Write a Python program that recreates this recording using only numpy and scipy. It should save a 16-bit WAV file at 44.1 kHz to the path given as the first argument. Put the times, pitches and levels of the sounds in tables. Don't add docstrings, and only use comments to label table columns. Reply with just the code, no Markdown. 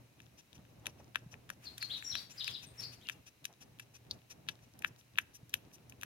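import sys
import numpy as np
from scipy import signal
from scipy.fft import rfft, irfft, next_fast_len
from scipy.io import wavfile
from scipy.ndimage import uniform_filter1d

SR = 44100
rng = np.random.default_rng(int(sys.argv[2]) if len(sys.argv) > 2 else 0)


def write(x):
    x = np.atleast_2d(x).T
    wavfile.write(sys.argv[1], SR, np.round(np.clip(x, -1, 1) * 32767).astype(np.int16))


N = 266793
T = np.arange(N) / SR

# start_s, level_db
RUMBLE_LEVEL = [(0.0, -62.5), (0.5, -69.0), (0.6, -61), (2.58, -63.5), (2.88, -57.5), (3.37, -72),
                (3.67, -61.9), (3.97, -68), (4.17, -59), (4.26, -69), (4.36, -59.5), (4.66, -65),
                (4.86, -57.5), (5.06, -69.5), (5.26, -63), (5.36, -68.5), (5.45, -62), (6.05, -61.5)]
# pitch_hz, level_db
RUMBLE_COLOUR = [(25, -30), (45, -19.5), (70, -5), (135, -2), (200, -8), (280, -9), (400, -15),
                 (700, -18.5), (1200, -27), (2500, -37), (6000, -62)]
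# pitch_hz, level_db
AIR_COLOUR = [(300, -2), (1500, -3.5), (2700, 1.5), (3400, -5.5), (3950, -1), (4500, -6.5), (6100, -4.5),
              (7700, -10.5), (11700, -8), (15500, -11)]
# pitch_hz, level_db
HISS_COLOUR = [(300, -6), (900, -3.5), (1700, 2), (2600, 2), (4500, -8), (6300, -5.5), (8000, -9),
               (12000, -7), (15500, -13)]
# start_s, pop_db, mouth_hz, mouth_q (ratio),
# spray_db, tip_click_db (against the smack), stickiness (0-1), slurp_db, stroke_delay_s, stroke_db
LICKS = [(0.2024, -18, 2530, 1.54, -29, -15, 0.1, -72, 0.19, -57.5),
         (0.5299, -19.5, 3570, 1.7, -29, -24, 0.1, -60, .17, -77),
         (0.8672, 1, 2560, 1.48, -4.5, -11, 0.13, -62, 0.13, -67),
         (1.157, 5, 2320, 0.86, -9.5, -20.5, 0.23, -63.5, .17, -58),
         (1.5015, -6, 2000, 0.96, -9.5, -12.5, 0.17, -65, 0.15, -56),
         (1.8258, 0, 2220, 2.4, -9, -17, 0.4, -54, .157, -54),
         (2.1534, 0.5, 2920, 0.94, -10, -18, 0.17, -55, 0.16, -52.5),
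         (2.4783, 3.5, 2550, 2.85, -9.5, -14, 0.32, -53, .16, -51.5),
         (2.8066, -18, 4440, 1.4, -15, -8, 0.6, -51, 0.13, -54.5),
         (3.097, 2.5, 2430, 1.8, -10, -2, 0.23, -56.5, .18, -55.5),
         (3.4529, -1, 2390, 2.54, -3, -15, 0.12, -67, .17, -55),
         (3.7972, -8, 2520, 1.85, -14.5, -17, 0.44, -62.5, 0.16, -55.5),
         (4.1108, 6.5, 4380, 3.9, -16.5, -42, 0.44, -62.5, .204, -51),
         (4.4874, 1.5, 3130, 1.12, -11, -27, 0.58, -60, 0.15, -66),
         (4.8464, 9, 2250, 1.34, -16.5, -32, 0.14, -54, 0.15, -63),
         (5.1854, 13, 2350, 1.4, -6, -20.5, 0.24, -59, 0.17, -53),
         (5.5402, 8, 2820, 1.72, -0.5, -35, .1, -61.5, .205, -55.5),
         (6.0327, -4, 2340, 1, -11, -13.5, .1, -62, .17, -57)]
# start_s, pop_db, mouth_hz, spray_db
LIP_CLICKS = [(1.3407, -10, 2240, -35), (1.7804, -11, 3640, -9), (2.0247, -6.5, 2200, -25),
              (2.4441, 1.5, 4280, -18.5), (3.0704, -13.5, 4500, -31), (4.791, -36, 3000, -19.5),
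              (4.8221, -9, 2320, -20.5), (5.1567, -16.5, 2650, -43), (5.495, -39, 2980, -23),
              (5.897, -42, 2980, -20), (5.9228, -16, 2520, -33.5), (6.0129, -16, 2780, -18)]
# pitch_hz, level_db
RASP_COLOUR = [(600, -2.5), (1500, -8.5), (2600, 8), (3800, -2), (5600, 7), (7500, -1), (11000, -4),
               (15000, -15)]
# middle_s, length_s, level_db
SQUELCHES = [(0.597, 0.026, -65.5), (0.867, 0.098, -58), (1.005, 0.03, -57.5), (1.346, .06, -61.5),
             (3.511, .08, -64), (3.683, 0.021, -71), (4.137, 0.069, -72)]
# start_s, pitch_hz, level_db
BUMPS = [(.59, 152, -48), (1.262, 152, -43.5), (1.275, 108, -57), (4.908, 134, -49), (5.43, 134, -46.5)]
# pitch_hz, left_db, right_db
PORTS = [(600, 3, 3.5), (1300, 3.5, 0.5), (1806, 7, 0), (2160, -6, -7), (2513, 5.5, -17.5),
         (2950, -1, -15.5), (3860, 4.5, -14.5), (4220, -6.5, -12.5), (6090, 3, -4), (8230, -20.5, -10),
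         (11680, 1.5, -1), (14300, -22.5, -5)]
NOTES = {"cheep": (0.0446, 1.13, 1.0, 0.86), "rise": (.042, .83, 1.223, 0.36),
         "fall": (.035, 1.14, .86, 0.52), "buzz": (0.0457, 1.04, .98, 0.58),
         "whistle": (0.0517, 1.015, .99, 0.17)}
# start_s, kind (name of a note), middle_hz, level_db
SONG = [(1.65, "cheep", 4220, -46.5), (1.803, "cheep", 4290, -41.5), (1.895, "rise", 3735, -38.5),
        (1.93, "fall", 3880, -39), (2.029, "whistle", 7200, -49.5), (2.04, "whistle", 5648, -40),
        (2.082, "whistle", 5604, -37.5), (2.108, "fall", 3900, -42), (2.136, "rise", 3850, -39.5),
        (2.158, "buzz", 4590, -46.5), (2.3, "buzz", 7170, -60), (2.657, "buzz", 8580, -59.5),
        (2.775, "whistle", 5450, -45), (2.813, "buzz", 4340, -46), (2.822, "buzz", 4787, -44.5),
        (3.005, "rise", 3540, -60.5), (3.046, "buzz", 2770, -53.5)]
# delay_s, kind (name of a note), middle_hz, level_db
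TRILL = [(0, "buzz", 4880, -45), (.025, "fall", 3692, -37.5)]

HUM_HZ, HUM_DB = 119.5, -66.5
AIR_DB = -70.5
TIP_LEAD_S, TIP_PITCH_RATIO = .0095, 1.19
SNAP_GAP_S = .003
LIP_Q = 2.43
STROKE_S = .05
SLURP_LAG_S, SLURP_S = .028, .04
LIFTS_HEAD_S = 4.7
DISH_TILT_DB, LIPS_TILT_DB = 1.86, 7.5
DISH_DROPLET_HZ, LIPS_DROPLET_HZ = 10300, 11340
DISH_SPRAY_HZ, LIPS_SPRAY_HZ = 8900, 15000
TRILL_START_S, TRILL_PERIOD_S, TRILL_FADE_DB = 2.37, .072, -2
PATIO_T60_S = .4
TOP_HZ = 15900


def amp(db):
    return 10 ** (np.asarray(db) / 20)


def unit(x):
    return x / np.sqrt(np.mean(x ** 2) + 1e-20)


def add(track, start_s, x):
    i = max(int(start_s * SR), 0)
    track[i:i + len(x)] += x[:max(N - i, 0)]


def band(x, lo_hz, hi_hz, order=2):
    size = next_fast_len(len(x), True)
    s = 2j * np.pi * np.fft.rfftfreq(size, 1 / SR)[:, None]
    poles = signal.buttap(order)[1]
    low_pass = 1 / (s / (2 * np.pi * hi_hz) - poles)
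    high_pass = s / (s - 2 * np.pi * lo_hz * poles)
    response = np.prod(low_pass * high_pass, axis=1)
    return irfft(rfft(x, size) * response, size)[:len(x)]


def gains(points, size):
    hz, db = np.transpose(points)
    bins_hz = np.fft.rfftfreq(size, 1 / SR)
    return amp(np.interp(np.log(bins_hz + 1), np.log(hz), db))


def colour(x, points, size=1024):
    cepstrum = irfft(np.log(gains(points, size)))
    cepstrum[1:size // 2] *= 2
    cepstrum[size // 2 + 1:] = 0
    impulse = irfft(np.exp(rfft(cepstrum)))
    return signal.oaconvolve(x, impulse)[:len(x)]


def resonate(x, hz, q):
    w = 2 * np.pi * hz / SR
    a = np.sin(w) / (2 * q)
    return signal.lfilter([a, 0, -a], [1 + a, -2 * np.cos(w), 1 - a], x)


def walk(rate):
    k = int(SR / rate)
    steps = np.repeat(rng.standard_normal(N // k + 1), k)
    smooth = uniform_filter1d(uniform_filter1d(steps, k), k)
    return unit(smooth[:N])


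def crackle(size, spread_db):
    strength_db = spread_db * np.minimum(rng.exponential(size=size), 6)
    return unit(rng.standard_normal(size) * amp(strength_db))


def swell(length_s):
    return np.hanning(int(length_s * SR))


def echoes(x, t60_s, delay_s):
    t = T[:SR // 2]
    tail = rng.standard_normal(len(t)) * 1000 ** (-t / t60_s) * (t > delay_s)
    return signal.oaconvolve(x, tail / np.linalg.norm(tail))[:N]


def stereo_noise(points, wide_hz=650):
    size = next_fast_len(N, True)
    mid, side = rfft(rng.standard_normal((2, size))) * gains(points, size)
    side = side * np.clip(np.fft.rfftfreq(size, 1 / SR) / wide_hz, .3, .9)
    return unit(irfft(np.array([mid + side, mid - side]), size)[:, :N])


def rumble(level_db=-1.0, flicker_db=2.5, lick_db=2, lick_lag_s=0.029, lick_s=0.12):
    licking = np.zeros(N)
    for start_s, *_ in LICKS:
        add(licking, start_s + lick_lag_s - lick_s / 2, swell(lick_s))
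    db = np.interp(T, *np.transpose(RUMBLE_LEVEL)) + lick_db * licking
    hum_hz = HUM_HZ + 0.77 * walk(4.04)
    hum_db = HUM_DB + 2.7 * walk(10) + db - db.mean()
    hum = np.sin(2 * np.pi * np.cumsum(hum_hz) / SR) * amp(hum_db)
    return stereo_noise(RUMBLE_COLOUR) * amp(db + level_db + flicker_db * walk(45)) + hum


def hiss(song, surge_db=-57, follow=0.52, smooth_s=0.094, left_db=0.5, flicker_db=1.5):
    loudness = np.sqrt(abs(uniform_filter1d(song[0] ** 2, int(smooth_s * SR))))
    surge_gain = (loudness / loudness.max()) ** follow * amp(surge_db + flicker_db * walk(30.1))
    surge = stereo_noise(HISS_COLOUR) * surge_gain
    air = amp(AIR_DB) * stereo_noise(AIR_COLOUR)
    return (surge + air) * amp([[left_db], [-left_db]])


def smack(db, hz, q, wet_db, lead_s, droplet_hz, spray_top_hz, pop_db=1, spray_db=-1,
          spray_s=0.0027, spray_rise_s=0.00089, peel_db=-19, peel_s=0.006, softness=1.64, droplet_db=-3):
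    t = T[:SR // 25] - lead_s
    peel = crackle(len(t), 2.6) * np.exp(-abs(t) / peel_s)
    push = amp(peel_db) * peel / np.linalg.norm(peel)
    push[np.argmin(abs(t))] += 1
    ring = resonate(resonate(push, hz, q), hz, q)
    pop = band(ring, 120, softness * hz, order=7)
    spray = crackle(len(t), 0.89) * np.exp(np.minimum(t / spray_rise_s, -t / spray_s))
    spray = band(spray / np.linalg.norm(spray), 4050, spray_top_hz)
    spray = 0.89 * spray + amp(droplet_db) * resonate(spray, droplet_hz, 15.4)
    return amp(db + pop_db) * pop + amp(wet_db + spray_db) * spray


def smacks(lead_s=0.011):
    out = np.zeros(N)
    snaps = [(start_s, db, hz, LIP_Q, wet_db, 1) for start_s, db, hz, wet_db in LIP_CLICKS]
    for start_s, db, hz, q, wet_db, tip_db, sticky, *_ in LICKS:
        snaps += [(start_s - TIP_LEAD_S, db, hz * TIP_PITCH_RATIO, q, wet_db, amp(tip_db))]
        snaps += [(start_s + k * SNAP_GAP_S, db, hz, q, wet_db, sticky ** k) for k in range(4)]
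    for start_s, db, hz, q, wet_db, strength in snaps:
        on_dish = start_s < LIFTS_HEAD_S
        droplet_hz = DISH_DROPLET_HZ if on_dish else LIPS_DROPLET_HZ
        spray_top_hz = DISH_SPRAY_HZ if on_dish else LIPS_SPRAY_HZ
        add(out, start_s - lead_s, strength * smack(db, hz, q, wet_db, lead_s, droplet_hz, spray_top_hz))
    return out


def strokes(level_db=3, grain_db=2.0, pivot_hz=5000):
    out = np.zeros(N)
    for start_s, *_, slurp_db, stroke_delay_s, stroke_db in LICKS:
        tilt_db = DISH_TILT_DB if start_s < LIFTS_HEAD_S else LIPS_TILT_DB
        tone = [(hz, db + tilt_db * np.log2(hz / pivot_hz)) for hz, db in RASP_COLOUR]
        drags = (SLURP_LAG_S, SLURP_S, slurp_db), (stroke_delay_s, STROKE_S, stroke_db)
        for delay_s, length_s, drag_db in drags:
            press = swell(length_s)
            rasp = unit(colour(crackle(len(press), grain_db), tone))
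            add(out, start_s + delay_s - length_s / 2, amp(drag_db + level_db) * press * rasp)
    return out


def saliva(count=45, level_db=-35, spread_db=4):
    out = np.zeros(N)
    for when, pitch, strength in rng.random((count, 3)):
        tick = resonate(signal.unit_impulse(256), 2000 * 2 ** (2 * pitch), 3)
        add(out, when * N / SR, amp(level_db + spread_db * 2 * strength) * tick)
    return out


def soft_sounds(squelch_hz=600, squelch_q=0.86, bump_s=0.0037):
    out, t = np.zeros(N), T[:SR // 10]
    for middle_s, length_s, db in SQUELCHES:
        press = swell(length_s)
        muffled = resonate(crackle(len(press), 5), squelch_hz, squelch_q)
        muffled = resonate(muffled, squelch_hz, squelch_q)
        add(out, middle_s - length_s / 2, amp(db) * press * unit(muffled))
    for start_s, hz, db in BUMPS:
        thump = t / bump_s * np.exp(1 - t / bump_s)
        add(out, start_s, amp(db) * np.sin(2 * np.pi * hz * t) * thump)
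    return out


def chirps():
    return SONG + [(TRILL_START_S + k * TRILL_PERIOD_S + delay_s, kind, hz, db + k * TRILL_FADE_DB)
                   for k in range(3) for delay_s, kind, hz, db in TRILL]


def birds(waver=0.018, rasp_share=1.3, direct_db=3.5, near_db=1.0, near_t60_s=0.2,
          wall_db=-0.5, right_db=-8, wall_t60_s=0.37):
    out, wobble, flutter, rasp = np.zeros(N), walk(500), walk(250), walk(1700)
    for start_s, kind, middle_hz, db in chirps():
        length_s, start, end, hoarse = NOTES[kind]
        effort = np.sqrt(swell(length_s))
        here = int(start_s * SR) + np.arange(len(effort))
        curve = np.polyfit([0, .5, 1], [start, 1, end], 2)
        glide = middle_hz * np.polyval(curve, np.linspace(0, 1, len(effort)))
        hz = glide * (1 + waver * hoarse * wobble[here])
        voice = unit(amp(2 * flutter[here]) + rasp_share * hoarse * rasp[here])
        add(out, start_s, amp(db) * effort * voice * np.sin(2 * np.pi * np.cumsum(hz) / SR))
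    left, right = (amp(direct_db) * out + amp(near_db) * echoes(out, near_t60_s, 0.0023)
                   + amp(wall_db) * echoes(out, wall_t60_s, .012) for _ in range(2))
    return np.array([left, amp(right_db) * right])


def scene(near_db=-19, near_t60_s=0.036, patio_db=-26, dish_s=0.000672, dish_db=-16, port_lag_s=.00021):
    mouth = smacks() + strokes() + saliva()
    mouth = mouth + amp(dish_db) * np.interp(T - dish_s, T, mouth)
    left, right = (colour(mouth, np.array(PORTS)[:, [0, port]]) for port in (1, 2))
    direct = np.array([np.roll(left, int(port_lag_s * SR)), right])
    around = (left + right) / 2
    room = np.array([amp(near_db) * echoes(around, near_t60_s, 0.0099)
                     + amp(patio_db) * echoes(around, PATIO_T60_S, 0.0021) for _ in range(2)])
    song = birds()
    return direct + room + soft_sounds() + song + rumble() + hiss(song)


def record(dry):
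    return signal.sosfilt(signal.ellip(8, .2, 70, TOP_HZ, fs=SR, output="sos"), dry)


dry = scene()
out = record(dry)
write(out)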